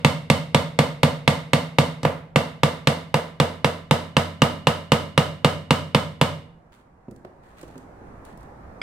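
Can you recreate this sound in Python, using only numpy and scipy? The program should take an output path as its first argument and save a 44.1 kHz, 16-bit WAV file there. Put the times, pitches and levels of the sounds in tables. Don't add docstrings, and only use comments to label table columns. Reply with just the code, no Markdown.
import sys
import numpy as np
from scipy import signal
from scipy.fft import rfft, irfft, next_fast_len
from scipy.io import wavfile
from scipy.ndimage import uniform_filter1d

SR = 44100
rng = np.random.default_rng(int(sys.argv[2]) if len(sys.argv) > 2 else 0)


def file_out(sig):
    cols = np.atleast_2d(sig).T
    lim = np.clip(cols, -1, 1)
    pcm = np.round(lim * 32767).astype(np.int16)
    wavfile.write(sys.argv[1], SR, pcm)


N = 388962
LEAD = SR // 2
BURST = 8192


def gain_of(db):
    return 10 ** (np.asarray(db) / 20)


def read(points, hz):
    f, value = np.transpose(points)
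    return np.interp(np.log(hz + 1), np.log(f + 1), value)


def add(mix, s, sound):
    part = mix[:, LEAD + round(s * SR):][:, :sound.shape[1]]
    part += sound[:, :part.shape[1]]


def noise(size, colour_db, likeness):
    hz = np.fft.rfftfreq(size, 1 / SR)
    a, b = rfft(rng.standard_normal((2, size)))
    c = np.clip(read(likeness, hz), -1, 1)
    pair = np.array([a, c * a + np.sqrt(1 - c ** 2) * b])
    x = irfft(pair * gain_of(read(colour_db, hz)), size)
    return x / np.sqrt(np.mean(x ** 2))


def rings(modes, rise_cycles, apart_rad):
    hz, db, t60_s = np.transpose(modes)[:, :, None]
    t = np.arange(0, min(t60_s.max(), .75), 1 / SR)
    swell = 1 - np.exp(-t * hz / rise_cycles)
    ring = gain_of(db - 60 * t / t60_s) * swell * 1j * np.exp(2j * np.pi * hz * t)
    shift = np.exp(1j * apart_rad * rng.standard_normal((len(modes), 1)) / 2)
    return np.array([ring * shift, ring / shift])


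def click(colour_db, envelope):
    impulse = irfft(gain_of(read(colour_db, np.fft.rfftfreq(1024, 1 / SR))))
    x = np.roll(impulse, 256)[:768] * signal.windows.tukey(768, .3)
    return np.array([x, x]) * np.linalg.norm(envelope) / np.linalg.norm(x)


# (time [s], shift [0-1])
TONE_SHIFT = [(0, 0.0), (2, 0.03), (4.4, 0.9), (6.3, 0.85)]
THUD_DB, LOW_STEEL_DB, HIGH_STEEL_DB, TICK_DB = 2, -0.04, 0, 1.5
THUD_SHARE, TICK_SHARE = 0.79, 0.94
DULLING_DB = -5.5


def blow_levels(s, wall_db, square_db):
    shift = np.interp(s, *np.transpose(TONE_SHIFT))
    bench_db = wall_db + THUD_DB + THUD_SHARE * square_db
    low_steel_db = wall_db + LOW_STEEL_DB + square_db + DULLING_DB * shift
    high_steel_db = wall_db + HIGH_STEEL_DB + square_db
    tick_db = wall_db + TICK_DB + TICK_SHARE * square_db
    return s, wall_db, bench_db, low_steel_db, high_steel_db, tick_db


PORT_LAG_S = 2.4e-5


def at_ports(x):
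    size = x.shape[-1]
    hz = np.fft.rfftfreq(size, 1 / SR)
    lag = np.exp(-2j * np.pi * hz * PORT_LAG_S * np.array([[1], [0]]))
    split_db = read([(1000, 1.0), (8000, .1)], hz) * np.array([[-1], [1]])
    return irfft(rfft(x) * lag * gain_of(split_db), size)


# (time [s], box wall knock [dB], squareness on the nail [dB, 0 = dead on])
BLOWS = [(-.198, -10, -4.5), (0.047, -12, -0.5), (0.3, -13, 0.5), (0.546, -12.5, -1.5), (0.789, -12.5, -2),
         (1.032, -12, -2.5), (1.277, -12, -1.5), (1.533, -12.5, -1.5), (1.785, -12.5, -1),
         (2.359, -12.5, -3.5), (2.633, -12.5, -2.5), (2.872, -12.5, -2), (3.142, -13.5, -5.5),
         (3.4, -12.5, -4), (3.645, -13.5, -4), (3.91, -12.5, -2.5), (4.167, -12, -3), (4.419, -11, -3.5),
         (4.67, -12, -3.5), (4.919, -12, -2), (5.177, -11.5, -3), (5.446, -12.5, -2.5), (5.707, -13, -1.5),
         (5.947, -13, -2.5), (6.213, -13, -2.5)]
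# (time [s], wall [dB], bench [dB], low steel [dB], high steel [dB], tick [dB])
SLIP = [(2.0315, -28.5, -22.5, -41.5, -41, -26), (2.0505, -14.5, -14.5, -26.5, -27.5, -26)]
# (frequency [Hz], level [dB], t60 [s])
BENCH_MODES = [(90.2, -10, 0.36), (122.4, -3, 0.09), (144.4, 3, 0.12), (153.5, 7, 0.083), (202, -15, 0.032),
               (214, 1, 0.12), (243.6, 2, 0.11), (163.05, -25, 1.4)]
WALL_MODES = [(478.3, -6.5, 0.1), (516, 2.5, 0.02), (527, -7.5, 0.071), (566.7, -6, 0.04),
              (595, -9.5, 0.011), (878, -8.5, 0.0083), (869.4, -7, 0.052), (944, 5, 0.016),
              (1158, -10, 0.1), (1173, -8.5, .04), (1315, -11, 0.018)]
LOW_STEEL_MODES = [(1854, 8, 0.011), (1920, 2.5, 0.0073), (2175, 12.5, 0.016), (2427, -2.5, 0.011)]
HIGH_STEEL_MODES = [(2703, 11, 0.014), (2944, 4.5, 0.018), (3418, 7, 0.016), (3717, 2.5, 0.023),
                    (4347, -2.5, 0.028), (4894, -9, 0.0086)]
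LONG_RING_MODES = [(989, -2.5, .04), (1212, 1, 0.042), (2843, 0.5, 0.054), (2770, -4.5, 0.014),
                   (2960, -27.5, 0.26)]
# (frequency [Hz], level [dB])
CLATTER_COLOUR = [(200, -51.5), (300, -24.5), (500, -2.5), (700, -0.5), (1000, -1.5), (1400, -9),
                  (1650, -8), (2300, -8), (3500, -19), (5500, -34)]
TICK_COLOUR = [(1500, -27.5), (3000, -4.5), (5000, -8), (6800, -16), (8000, -11.5), (10000, -19),
               (13000, -23.5), (16000, -42.5)]
THUMP_COLOUR = [(60, -25), (90, -2.5), (170, 1.5), (260, -4), (380, -21), (1000, -50)]
THUMP_DB, RATTLE_DB = 11.5, -3
LONG_RING_DB, LONG_RING_GROWTH_DB = -20, 19.5
SENT_DB = [-1.5, -4, -3, -3, -1.5]


def hammer(mix_size):
    parts = [rings(WALL_MODES, rise_cycles=0.4, apart_rad=0.45),
             rings(BENCH_MODES, rise_cycles=0.97, apart_rad=0.12),
             rings(LOW_STEEL_MODES, rise_cycles=2.4, apart_rad=3.34),
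             rings(HIGH_STEEL_MODES, rise_cycles=3.8, apart_rad=1.17),
             rings(LONG_RING_MODES, rise_cycles=2.7, apart_rad=0.54)]
    out, t = np.zeros((2, 2, mix_size)), np.arange(BURST) / SR
    near, far = out
    rattle_decay = gain_of(-60 * t / 0.035) + gain_of(-13.5 - 60 * t / 0.25)
    rattle = (1 - np.exp(-t / 0.0012)) * rattle_decay
    tick_decay = (gain_of(2.5 - 60 * t / 0.0052) + gain_of(-7.5 - 60 * t / 0.022)
                  + gain_of(-15.5 - 60 * t / 0.11))
    tick = (1 - np.exp(-t / 0.00058)) * tick_decay
    wood_likeness = [(300, 1.0), (600, 0.38), (1200, .3), (3000, 0.67)]
    steel_likeness = [(2000, 1.0), (12000, 0.7)]
    boards = noise(BURST, CLATTER_COLOUR, wood_likeness)
    far_wood = click(CLATTER_COLOUR, rattle)
    far_steel = click(TICK_COLOUR, tick)
    far_thud = click(THUMP_COLOUR, gain_of(THUMP_DB))
    click_peak_s = 256 / SR
    for s, *part_db, tick_db in [blow_levels(*row) for row in BLOWS] + list(SLIP):
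        wall_db, bench_db = part_db[:2]
        shift = np.interp(s, *np.transpose(TONE_SHIFT))
        long_ring_db = wall_db + LONG_RING_DB + LONG_RING_GROWTH_DB * shift
        for ring, level_db, sent_db in zip(parts, part_db + [long_ring_db], SENT_DB):
            wobble, turn = rng.standard_normal((2, ring.shape[1]))
            weights = gain_of(level_db + 1.4 * wobble) * np.exp(.2j * turn)
            sound = (weights @ ring).real
            add(near, s, sound)
            add(far, s, gain_of(sent_db) * sound)
        clicks = gain_of(wall_db + 2.5) * far_wood + gain_of(tick_db + 1.0) * far_steel
        add(far, s - click_peak_s, clicks + gain_of(bench_db) * far_thud)
        clatter = boards + 0.92 * noise(BURST, CLATTER_COLOUR, wood_likeness)
        add(near, s, gain_of(wall_db + RATTLE_DB) * rattle * clatter)
        add(near, s, gain_of(tick_db) * tick * noise(BURST, TICK_COLOUR, steel_likeness))
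    return at_ports(out)


# (frequency [Hz], t60 [s])
ROOM_T60 = [(60, 0.99), (150, 0.72), (400, 0.44), (1000, 0.39), (2500, 0.51), (5000, 0.4), (9000, 0.37),
            (15000, 0.4)]
# (frequency [Hz], level [dB])
ROOM_COLOUR = [(60, -9), (150, -18.5), (250, -1), (400, -2.5), (1000, -5.5), (2500, -11), (5000, -8),
               (9000, -8), (15000, -11)]
# (frequency [Hz], correlation [-1 to 1])
ROOM_LIKENESS = [(100, 0.92), (400, 0.88), (1000, 0.4), (4000, .2)]


def room(x):
    out = np.zeros_like(x)
    turn_rad = np.arange(x.shape[1]) / SR * .45
    for k in range(3):
        flat = noise(SR, [(20, 0.012), (20000, 0)], ROOM_LIKENESS)
        hz, t, z = signal.stft(flat, SR, nperseg=256)
        decay_db = -60 * t / read(ROOM_T60, hz)[:, None] + read(ROOM_COLOUR, hz)[:, None]
        tail = signal.istft(z * gain_of(decay_db), SR, nperseg=256)[1]
        tail *= 1 - np.exp(-(np.arange(tail.shape[1]) / SR / 0.0089) ** 2)
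        window = np.sqrt(2 / 3) * np.cos(turn_rad + k * np.pi / 3)
        out += signal.fftconvolve(x * window, tail / np.sqrt(SR * 0.017), axes=1)[:, :x.shape[1]]
    return out


# (frequency [Hz], relative density [dB per Hz])
HUM_COLOUR = [(20, -7.5), (35, -7), (55, -1.5), (90, -5), (160, -7), (250, -8.5), (350, -11), (850, -11),
              (1300, -18), (1900, -24), (3200, -42), (9000, -47.5), (16000, -58)]
# (frequency [Hz], correlation [-1 to 1])
LIKENESS = [(60, 0.98), (240, 0.92), (950, 0.1), (3770, -0.19), (15000, -0.19)]
HUM_DB = -55


def hum():
    hz, t, z = signal.stft(noise(N + 1024, HUM_COLOUR, LIKENESS), SR, nperseg=1024)
    patches = uniform_filter1d(rng.standard_normal(z.shape[1:]), 6, 0)
    patches = uniform_filter1d(patches, 8, 1)
    drift_db = 1.3 * patches / patches.std()
    x = signal.istft(z * gain_of(drift_db), SR, nperseg=1024)[1][:, :N]
    return gain_of(HUM_DB) * x * gain_of([[-1.1], [1.1]])


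# (time [s], level [dB], centre [Hz])
TICKS = [(6.723, -54, 2820), (7.111, -51, 8100), (7.162, -56, 7000), (7.247, -69, 5000), (7.613, -50, 7800),
         (7.629, -55, 6900), (7.68, -61, 6000), (7.779, -53, 6900), (8.251, -56.5, 8100),
         (8.375, -62, 9600), (8.408, -67, 8200), (8.431, -66, 8200)]
TICK_T60_S = 0.023


def ticks(out, t):
    for s, db, hz in TICKS:
        colour = [(hz / 4, -10), (hz / 0.98, -6), (hz, 0), (hz * 1.2, -7), (hz * 3, -22)]
        add(out, s, gain_of(db - 60 * t / TICK_T60_S) * noise(BURST, colour, LIKENESS))


# (start [s], length [s], level [dB])
RUBS = [(6.716, 0.12, -65), (7.422, 0.24, -72), (7.565, .1, -64), (7.67, 0.18, -72), (8.241, 0.1, -71.5),
        (8.38, 0.093, -77)]
# (frequency [Hz], level [dB])
RUB_COLOUR = [(880, -9), (1500, -2.5), (3750, -12.5), (4500, -14), (4950, -21), (7940, -16.5), (15000, -27)]
RUB_RISE_S, RUB_FADE_DB = 0.013, -7


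def rubs(out, t):
    for s, length, db in RUBS:
        catches = np.minimum(rng.exponential(1, size=41), 3)
        grain = gain_of(3.1 * np.repeat(catches, 200)[:BURST])
        edges = np.clip(np.minimum(t, length - t) / RUB_RISE_S, 0, 1)
        shape = edges * gain_of(db + RUB_FADE_DB * (t / length) ** 2)
        add(out, s, shape * grain * noise(BURST, RUB_COLOUR, LIKENESS))


# (time [s], level [dB], pitch [Hz], t60 [s], click re level [dB])
KNOCKS = [(7.083, -17.5, 239, 0.034, -24), (7.116, -24.5, 220, .05, -28), (7.248, -25.5, 356, 0.033, -4),
          (7.632, -31, 328, 0.042, -5), (7.755, -36, 258, 0.12, -5), (8.01, -45, 225, 0.077, -15),
          (8.8155, -22.5, 2230, 0.045, -5)]


def knocks(out, t):
    partials = [(.62, -10.5), (1, -5), (1.48, -10.5), (2.2, -15.5), (3.6, -30.5)]  # (ratio, dB)
    colour = [(300, 2.5), (700, 3.5), (1400, -4.5), (3000, -20), (12000, -36.0)]
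    for s, db, hz, t60_s, click_db in KNOCKS:
        body = sum(gain_of(d) * np.sin(2 * np.pi * hz * k * t) for k, d in partials)
        contact = gain_of(click_db - 60 * t / 0.022) * noise(BURST, colour, LIKENESS)
        rise = 1 - np.exp(-t / 0.0017)
        add(out, s, gain_of(db) * rise * (gain_of(-60 * t / t60_s) * body + contact))


def handling(mix_size):
    out, t = np.zeros((2, mix_size)), np.arange(BURST) / SR
    ticks(out, t)
    rubs(out, t)
    knocks(out, t)
    return out * gain_of([[-1], [1]])


def scene():
    size = next_fast_len(N + LEAD)
    both = hammer(size) + handling(size)
    high_pass = signal.butter(4, 80, "high", fs=SR, output="sos")
    near, far = signal.sosfilt(high_pass, both)
    return (near + room(far))[:, LEAD:LEAD + N] + hum()


LOUD_DB, HOLD_S, CLIMB_S, LIFT_DB = -26, .75, 1.07, 10.5
EDGE_HZ = 15900


def record(dry):
    step = 441
    power = uniform_filter1d((dry ** 2).mean(0), step)[::step]
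    power_db = 10 * np.log10(power + 1e-12)
    t = np.arange(len(power_db)) * step / SR
    quiet_s = t - np.maximum.accumulate(t * (power_db > LOUD_DB))
    lift_db = LIFT_DB * np.clip((quiet_s - HOLD_S) / CLIMB_S, 0, 1)
    lifted = dry * gain_of(np.interp(np.arange(N) / SR, t, lift_db))
    clipped = np.clip(np.tanh(lifted / 1.25) * 1.25, -1, 1)
    low_pass = signal.firwin(511, EDGE_HZ, window=("kaiser", 9), fs=SR)
    return signal.oaconvolve(clipped, low_pass[None], "same")


dry = scene()
out = record(dry)
file_out(out)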